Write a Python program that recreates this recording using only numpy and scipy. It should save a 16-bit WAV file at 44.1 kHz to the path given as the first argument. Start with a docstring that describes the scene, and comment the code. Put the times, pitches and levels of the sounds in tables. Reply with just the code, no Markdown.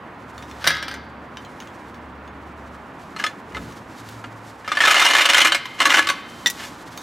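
"""Axle stand and trolley jack

A steel axle stand clanks under a car, then a trolley jack is knocked loose and dragged out over rough
concrete. Its iron wheels grind and jolt, the chassis rattles and rings on, and the handle drops with
one bright clink. A padded jacket rustles close by; distant traffic hums behind."""
import sys
import numpy as np
from scipy import signal
from scipy.fft import rfft, irfft
from scipy.io import wavfile

SR = 44100
rng = np.random.default_rng(int(sys.argv[2]) if len(sys.argv) > 2 else 0)


def log_audio(samples):
    """Write samples as a 16-bit WAV file to the path given in sys.argv[1]."""
    # one column per channel
    frames = np.atleast_2d(samples).T
    # limit to full scale, then quantise
    limited = np.clip(frames, -1, 1)
    pcm = np.round(limited * 32767).astype(np.int16)
    wavfile.write(sys.argv[1], SR, pcm)


N = 309921
TIME = np.arange(N) / SR


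def from_db(db):
    """Decibels to gain."""
    return 10 ** (np.asarray(db) / 20)


def unit_rms(x):
    """Scale to rms 1."""
    return x / np.sqrt(np.mean(x ** 2) + 1e-20)


def through(x, response):
    """Convolve with an impulse response scaled to unit energy."""
    return signal.oaconvolve(x, response / np.linalg.norm(response))[:N]


def colour(points, peaks=(), size=8192):
    """Minimum-phase impulse response: a smooth spectrum plus resonances."""
    hz, db = np.transpose(points)
    grid_hz = np.maximum(np.fft.rfftfreq(size, 1 / SR), 1)
    level_db = np.interp(np.log(grid_hz), np.log(hz), db)
    for centre_hz, width_hz, lift_db in peaks:
        level_db += lift_db / (1 + (2 * (grid_hz - centre_hz) / width_hz) ** 2)
    bass_rolloff = np.minimum(grid_hz / hz[0], 1) ** 2
    cepstrum = irfft(np.log(bass_rolloff * from_db(level_db)))
    cepstrum[1:size // 2] *= 2
    cepstrum[size // 2 + 1:] = 0
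    return irfft(np.exp(rfft(cepstrum)))


def drift(per_s):
    """Smooth random wander, rms 1."""
    knots = rng.standard_normal(int(N / SR * per_s) + 2)
    return unit_rms(np.interp(TIME * per_s, np.arange(len(knots)), knots))


def grains(per_s, spread_db):
    """Random micro-impacts of uneven size, rms 1."""
    sizes = from_db(spread_db * np.minimum(rng.exponential(1, N), 4)) * rng.choice([-1, 1], N)
    return unit_rms(sizes * (rng.random(N) < per_s / SR))


def envelope(rows, attack_s, release_s, swell_db_per_s=0):
    """Gain per sample: each row builds up to its start, lasts its length and dies away."""
    power = 1e-18
    for start, length, db, *_ in rows:
        early_s = np.maximum(start - TIME, 0)
        held_s = np.clip(TIME - start, 0, length)
        late_s = np.maximum(TIME - start - length, 0)
        fade = np.exp(-2 * np.minimum(early_s / attack_s + late_s / release_s, 20))
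        power = power + from_db(db + swell_db_per_s * held_s) ** 2 * fade
    return np.sqrt(power)


def contacts(blows, rise_s, crunch_s, chatter_s, chatter_db, edge_hz, bite, spot_db, spot_s, ping_db):
    """Force of each blow: a crunch, weaker chatter, a brief ring of the struck spot, tiny high pings."""
    t = TIME[:SR // 4]
    shape = (np.exp(-t / crunch_s) + from_db(chatter_db) * np.exp(-t / chatter_s))
    shape *= 1 - np.exp(-t / rise_s)
    spot_fade = np.exp(-t / spot_s) * (1 - np.exp(-t * SR / 20))
    median_treble_db = np.median(np.array(blows)[:, 2])
    lowpass = signal.butter(1, edge_hz, fs=SR)
    force = np.zeros(N + len(t))
    for start, db, treble_db, spot_hz in blows:
        burst = rng.standard_normal(len(t)) * shape
        burst *= np.linalg.norm(shape) / np.linalg.norm(burst)
        pings = np.sin(2 * np.pi * rng.uniform(3000, 13000, size=(5, 1)) * t).sum(axis=0)
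        burst += from_db(ping_db) * pings * spot_fade
        low = signal.lfilter(*lowpass, burst)
        high = from_db(bite * (treble_db - median_treble_db)) * (burst - low)   # harder is brighter
        spot = from_db(spot_db) * np.sin(2 * np.pi * spot_hz * t) * spot_fade
        at = round(start * SR)
        force[at:at + len(t)] += from_db(db) * (low + high + spot)
    return force[:N]


def ringing(blows, modes, scatter_db):
    """Every blow excites each damped mode with a strength of its own."""
    starts, blow_db, *_ = np.transpose(blows)
    at = np.round(starts * SR).astype(int)
    ring = np.zeros(N)
    for hz, mode_db, t60_s in modes:
        clicks = np.full(N, 1e-18)
        clicks[at] = from_db(blow_db + mode_db + scatter_db * rng.standard_normal(len(at)))
        radius = np.exp(-np.log(1000) / (t60_s * SR))
        angle = 2 * np.pi * hz / SR
        mode = signal.lfilter([0, np.sin(angle)], [1, -2 * radius * np.cos(angle), radius ** 2], clicks)
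        ring += mode * rng.choice([-1, 1])
    return ring


def shimmer(force, low_hz, high_hz, t60_s):
    """The countless weak modes of a welded steel frame, dying away together."""
    t = TIME[:2 * SR]
    band = signal.butter(4, [low_hz, high_hz], "band", fs=SR, output="sos")
    dense_modes = signal.sosfilt(band, rng.standard_normal(len(t)))
    return through(force, dense_modes * np.exp(-np.log(1000) * t / t60_s))


# Each row: frequency in Hz, level in dB.
TYRE_SPECTRUM = [(35, -11), (52, -11.5), (90, -5.5), (140, -4.5), (190, -3.5), (260, 0.5), (400, -7.5),
                 (650, -7.5), (1000, -5), (1800, -12.5), (3000, -24.5), (4500, -36), (7500, -50.5),
                 (16000, -53)]

def tyres():
    """Far tyre noise, slightly to the right and nearly alike in both ears."""
    mid, side = (through(rng.standard_normal(N), colour(TYRE_SPECTRUM)) for _ in range(2))
    highpass = signal.butter(1, 720, "high", fs=SR, output="sos")
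    side = signal.sosfilt(highpass, from_db(-10) * side - from_db(-15) * mid)
    return from_db(-39) * (mid + side * [[1], [-1]])


# Each row: start in seconds, length in seconds, level in dB, pitch in Hz.
ENGINE_SWELLS = [(0.35, 0.38, -50.5, 111), (0.446, 0.72, -48.5, 72), (2.05, 0.66, -46.5, 72),
                 (4.17, 0.12, -42, 111)]

def engines():
    """Far engine notes swell and fade, wandering in pitch and level."""
    drones = np.zeros(N)
    for start, length, db, hz in ENGINE_SWELLS:
        pitch_hz = hz + 1.5 * drift(14)
        note = np.sqrt(2) * np.sin(2 * np.pi * np.cumsum(pitch_hz) / SR) * from_db(0.75 * drift(9))
        drones += envelope([(start, length, db)], attack_s=0.25, release_s=0.19) * note
    return drones


# Each row: start in seconds, length in seconds, level in dB.
SLEEVE_RUBS = [(0.38, 0.3, -56), (1.42, 0.48, -60.5), (2.45, 0.6, -65), (3.1, 0.18, -57),
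               (3.65, 0.025, -49.5), (3.98, 0.15, -51), (4.46, 0.04, -52.5), (5.7, 1.4, -52),
               (6.57, 0.041, -43.5)]
# Each row: frequency in Hz, level in dB.
NYLON_SPECTRUM = [(1500, 2.5), (2500, 0), (3800, 2.5), (5000, 0), (7500, -2.5), (10000, -9), (13000, -10.5),
                  (16000, -24)]

def jacket(rest_db=-68.5):
    """Nylon rubs in fine grains as the arms move, and is never quite still."""
    rubbing = np.hypot(envelope(SLEEVE_RUBS, attack_s=0.12, release_s=0.14), from_db(rest_db))
    cloth = through(grains(per_s=9000, spread_db=1), colour(NYLON_SPECTRUM))
    return from_db(1) * rubbing * cloth * from_db(2.5 * drift(40))


# Each row: start in seconds, level in dB, treble in dB, pitch in Hz.
TICK_BLOWS = [(0.3795, -25.5, -22, 4470), (0.4247, -26.5, -23, 3460), (0.5125, -26.5, -26, 5560),
              (1.371, -20, -52, 3710), (1.4487, -27, -30, 6600), (1.6023, -20, -29, 6700),
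              (1.6222, -31, -31, 3740), (1.673, -30, -33, 3350), (1.944, -33.5, -24, 3640),
              (2.2773, -35, -25, 4970), (3.7225, -32, -25, 5700), (4.0886, -37, -4.5, 3660),
              (6.9752, -31.5, -1.5, 4600)]
# Each row: frequency in Hz, level in dB.
TICK_SPECTRUM = [(500, -4), (1500, 12), (3700, 5), (4700, -3), (6500, -0.5), (9000, -14.5), (14000, -17),
                 (16000, -10)]

def ticks():
    """Light contacts of grit and loose metal."""
    force = contacts(TICK_BLOWS, rise_s=0.0001, crunch_s=0.0011, chatter_s=0.017, chatter_db=-16,
                     edge_hz=8000, bite=0.93, spot_db=-22, spot_s=0.016, ping_db=-18.5)
    return from_db(-4) * through(force, colour(TICK_SPECTRUM))


# Each row: start in seconds, length in seconds, level in dB.
STAND_SLIDES = [(0.62, 0.15, -33), (0.92, 0.025, -44)]
# Each row: start in seconds, level in dB, treble in dB, spot pitch in Hz.
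STAND_HITS = [(0.642, -14, -23.5, 1525), (0.667, -10, -26, 1556), (0.673, -2.5, -11, 2057),
              (0.704, -10.5, -33, 1670), (0.826, -16.5, -23, 1660), (0.881, -19, -19.5, 1313),
              (0.912, -22.5, -21.5, 1595), (0.94, -25.5, -16, 1520)]
# Each row: frequency in Hz, level in dB, T60 in seconds.
STAND_RING_MODES = [(155, -11, 0.36), (333, -13, .2), (553, -6.5, 0.32), (1266, -4, 0.72), (1580, -8, 0.68),
                    (1674, -6, 0.44), (1933, -6, 0.41), (2120, -3, 0.66), (2340, -2, 0.23), (3140, -16, .3),
                    (3320, -9, 0.62), (3436, -7, .45), (3840, -8, 0.24), (3940, -25, 0.9),
                    (4564, -14.5, 1.07), (4600, -16.5, 1.6), (5060, -7, 0.25), (5150, -8, 0.15),
                    (6030, -11, 0.16), (8700, -10, 0.13), (13200, -17, 0.14)]
# Each row: frequency in Hz, level in dB.
STAND_SPECTRUM = [(88, -60), (150, -10), (321, -9), (422, -15), (555, -4), (805, -8.5), (1560, 1.5),
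                  (2550, -6), (3840, -6), (6140, -14.5), (6640, -19.5), (14500, -29.5), (16000, -38)]

def axle_stand():
    """The post slides, drops into its frame and rattles to rest."""
    force = contacts(STAND_HITS, rise_s=0.0005, crunch_s=0.0038, chatter_s=0.019, chatter_db=-13.5,
                     edge_hz=7700, bite=0.98, spot_db=-13, spot_s=0.012, ping_db=-13.5)
    slide = envelope(STAND_SLIDES, attack_s=0.014, release_s=0.024) * grains(per_s=1600, spread_db=5)
    clank = through(from_db(-6) * force + slide, colour(STAND_SPECTRUM))
    ring = from_db(-20) * ringing(STAND_HITS, STAND_RING_MODES, scatter_db=1)
    return clank + ring + from_db(-15) * shimmer(clank, low_hz=1190, high_hz=5550, t60_s=0.55)


# Each row: start in seconds, level in dB, treble in dB, spot pitch in Hz.
HARD_JOLTS = [(3.163, -19, -28, 1297), (3.197, -15, -29, 1660), (3.239, -6, -27, 1267),
              (3.264, -14.5, -19.5, 1750), (3.547, -18, -48, 2066), (3.568, -16, -51, 1295),
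              (4.24, -19, -48, 1380), (4.645, -26, -34, 1750), (4.677, -13.5, -30, 1272),
              (4.717, -6.5, -31, 1215), (4.77, -4, -36, 1760), (4.804, 1, -32, 1830),
              (4.837, 0.5, -46, 1737), (4.878, 1, -37, 1310), (4.91, -4, -15, 1270), (4.965, 1, -35, 2910),
              (4.995, -3.5, -21, 2070), (5.053, -2, -21.5, 960), (5.15, -3.5, -25, 1731),
              (5.298, -9, -16, 2090), (5.453, -0.5, -35, 2390), (5.52, -4, -19.5, 1568),
              (5.546, -4, -19, 2180), (5.655, -19.5, -21.5, 1034), (5.802, -0.5, -25.5, 1089),
              (5.854, 0, -21.5, 1128), (5.902, -7.5, -20, 1990), (5.941, -1.5, -28, 1517),
              (5.99, -2.5, -24, 1693), (6.07, -11.5, -17.5, 1136), (6.088, -8, -18.5, 1550),
              (6.098, -6, -19, 1118)]
# Each row: start in seconds, length in seconds, grinding in dB, rattling in dB.
JACK_PULLS = [(3.196, 0.072, -36, -27), (3.524, 0.048, -44.5, -34), (4.677, 0.12, -35, -23),
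              (4.815, 0.66, -20, -6), (5.81, 0.018, -18.5, -5.5), (5.86, 0.13, -17, -8),
              (6.594, 0.039, -35.5, -42)]

def jack_jolts(per_s=50, scatter_db=1.5, harden_db_per_s=12.5, low_hz=1162, high_hz=2988):
    """Blow rows: the hard jolts, plus stones hit during each pull, harder as the wheels speed up."""
    blows = list(HARD_JOLTS)
    for start, length, _, db in JACK_PULLS:
        count = max(round(length * per_s), 1)
        for k, (jitter, spot) in enumerate(rng.random((count, 2))):
            held_s = length * (k + jitter) / count
            strength_db, hardness_db = scatter_db * rng.standard_normal(2)
            treble_db = -23 + harden_db_per_s * held_s + hardness_db
            spot_hz = low_hz * (high_hz / low_hz) ** spot
            blows.append((start + held_s, db + strength_db, treble_db, spot_hz))
    return blows


# Each row: frequency in Hz, level in dB.
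CHASSIS_SPECTRUM = [(170, -30.5), (270, -15.5), (430, -14), (570, -8), (760, -4.5), (1100, 0), (1800, -0.5),
                    (3000, -2), (4700, -11), (6300, -10.5), (10000, -20.5), (13000, -27), (16000, -35)]
# Each row: centre in Hz, width in Hz, lift in dB.
PLATE_RESONANCES = [(312, 120, 4.5), (562.6, 27, 10.5), (688, 9.5, 6), (1010, 37, 3.5), (1120, 19, 6),
                    (1256, 51, 5), (1490, 61, 6), (1718, 137, 6.5), (2088, 110, 9), (2434, 55, 7.5),
                    (2600, 7.1, 5.5), (2855, 75, 5), (3070, 230, 3.5), (3580, 120, 5), (4170, 200, 5),
                    (5160, 300, 2.5), (6200, 24, -4)]

def chassis_rattle(jolts, patchy_db=3):
    """Jolts and unevenly spread grit shake the plates; the wheels grind harder as they gather speed."""
    force = contacts(jolts, rise_s=0.0009, crunch_s=0.0064, chatter_s=0.035, chatter_db=-18,
                     edge_hz=1800, bite=0.79, spot_db=-11.5, spot_s=0.012, ping_db=-11)
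    roll = envelope(JACK_PULLS, attack_s=0.012, release_s=0.025, swell_db_per_s=6.5)
    grit = roll * grains(per_s=900, spread_db=2) * from_db(patchy_db * drift(110))
    plates = colour(CHASSIS_SPECTRUM, PLATE_RESONANCES)
    return through(from_db(-5.7) * force + from_db(-1.5) * grit, plates)


# Each row: frequency in Hz, level in dB.
WHEEL_SPECTRUM = [(200, -26), (270, -4), (320, 5), (400, -16), (560, -3), (800, -32), (2000, -50)]

def wheel_rumble(shielded_db=-7, clear_at_s=5.4):
    """The wheels' low note outlasts the grinding and is weaker until they clear the car."""
    spin = envelope(JACK_PULLS, attack_s=0.012, release_s=0.055)
    gain = from_db(-15 + shielded_db * (TIME < clear_at_s))
    return through(gain * spin * rng.standard_normal(N), colour(WHEEL_SPECTRUM))


# Each row: start in seconds, length in seconds, level in dB.
BODY_SHIFTS = [(3.56, 0.075, -35)]
# Each row: frequency in Hz, level in dB.
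BODY_SPECTRUM = [(25, -36), (45, -11), (78, 0.5), (130, -4), (250, -7), (500, -7.5), (1000, -50)]

def body_bump():
    """The mechanic's body shifts on the ground with a dull bump."""
    thud = through(rng.standard_normal(N), colour(BODY_SPECTRUM))
    return envelope(BODY_SHIFTS, attack_s=0.044, release_s=0.1) * thud


# Each row: frequency in Hz, level in dB, T60 in seconds.
CHASSIS_RING_MODES = [(312, -10, 0.27), (1045, 2, 0.3), (1155, -8, 0.45), (2090, 2, 0.8), (2148, -11, 1.8),
                      (2350, 5, 0.36), (2519, 0, 0.9), (2880, -13, 0.94), (3094, -7, 2.35),
                      (3607, -11.5, 1.2), (3950, -8, 0.86), (4132, -9, 0.8), (4482, -15, 1.2)]

def chassis_ring(jolts, rattle, freed_at_s=4.6):
    """The jack's steel rings faintly once free of the car's sill, which damps it."""
    wash = from_db(-23) * shimmer(rattle, low_hz=900, high_hz=5240, t60_s=0.93)
    tones = from_db(-41.5) * ringing(jolts, CHASSIS_RING_MODES, scatter_db=6)
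    return (wash + tones) * (TIME > freed_at_s)


# Each row: start in seconds, level in dB, treble in dB, spot pitch in Hz.
HANDLE_HITS = [(6.460, -11.5, -24, 1860), (6.465, -17, -9.5, 3620), (6.471, -13, -9, 5830),
               (6.499, -29.5, 11, 10900)]
# Each row: frequency in Hz, level in dB, T60 in seconds.
TUBE_MODES = [(1935, -0.5, 0.085), (3590, 2.5, 0.085), (3690, -2.5, 0.12), (4080, -24, .13),
              (5720, -9, 0.047), (6185, -32, 0.17), (7332, -15, 0.084), (10600, -30, 0.12)]
# Each row: frequency in Hz, level in dB.
TUBE_SPECTRUM = [(300, -36), (680, -8), (1000, -9), (1900, -1.5), (2600, 1.5), (3600, -1), (4500, -6),
                 (5800, -1.5), (8000, -11), (11000, -10), (16000, -17)]

def handle():
    """The steel tube strikes its socket and bounces; the hand damps it quickly."""
    force = contacts(HANDLE_HITS, rise_s=0.0005, crunch_s=0.0072, chatter_s=0.01, chatter_db=-9,
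                     edge_hz=8600, bite=1, spot_db=-1.5, spot_s=0.0085, ping_db=-15)
    clink = from_db(-7.5) * through(force, colour(TUBE_SPECTRUM))
    return clink + ringing(HANDLE_HITS, TUBE_MODES, scatter_db=3.5)


def driveway(x, t60_s):
    """Scattered reflections from the ground and the car's flank, partly different in each ear."""
    t = TIME[:SR // 2]
    decay = np.exp(-np.log(1000) * t / t60_s)
    mid, side = (through(x, echo) for echo in rng.standard_normal((2, len(t))) * decay)
    side = signal.sosfilt(signal.butter(1, 14000, fs=SR, output="sos"), side)
    return from_db(-18.5) * mid + from_db(-22.5) * side * [[1], [-1]]


def street_dip(at_s=5.17, half_width_s=0.17, depth_db=-22):
    """Gain of the background, which sinks briefly under the loudest rolling."""
    return from_db(depth_db / (1 + ((TIME - at_s) / half_width_s) ** 2))


def scene():
    """Steelwork and mechanic in front, the street behind."""
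    jolts = jack_jolts()
    rattle = chassis_rattle(jolts)
    jack = rattle + wheel_rumble() + chassis_ring(jolts, rattle)
    clanks = axle_stand() + handle() + ticks()
    echoes = driveway(jack + from_db(2) * clanks, t60_s=0.12)   # less of the low jack hits the car
    mechanic = jacket() + body_bump()
    street = street_dip() * (tyres() + engines())
    return jack + clanks + echoes + mechanic + street


def record(dry, ceiling=0.9, low_hz=42, high_hz=15900):
    """Round the peaks; cut the deep bass and the top."""
    rounded = ceiling * np.tanh(dry / ceiling)
    thinned = signal.sosfilt(signal.butter(4, low_hz, "high", fs=SR, output="sos"), rounded)
    return signal.sosfilt(signal.ellip(10, .1, 80, high_hz, fs=SR, output="sos"), thinned)


dry = scene()
out = record(dry)
log_audio(out)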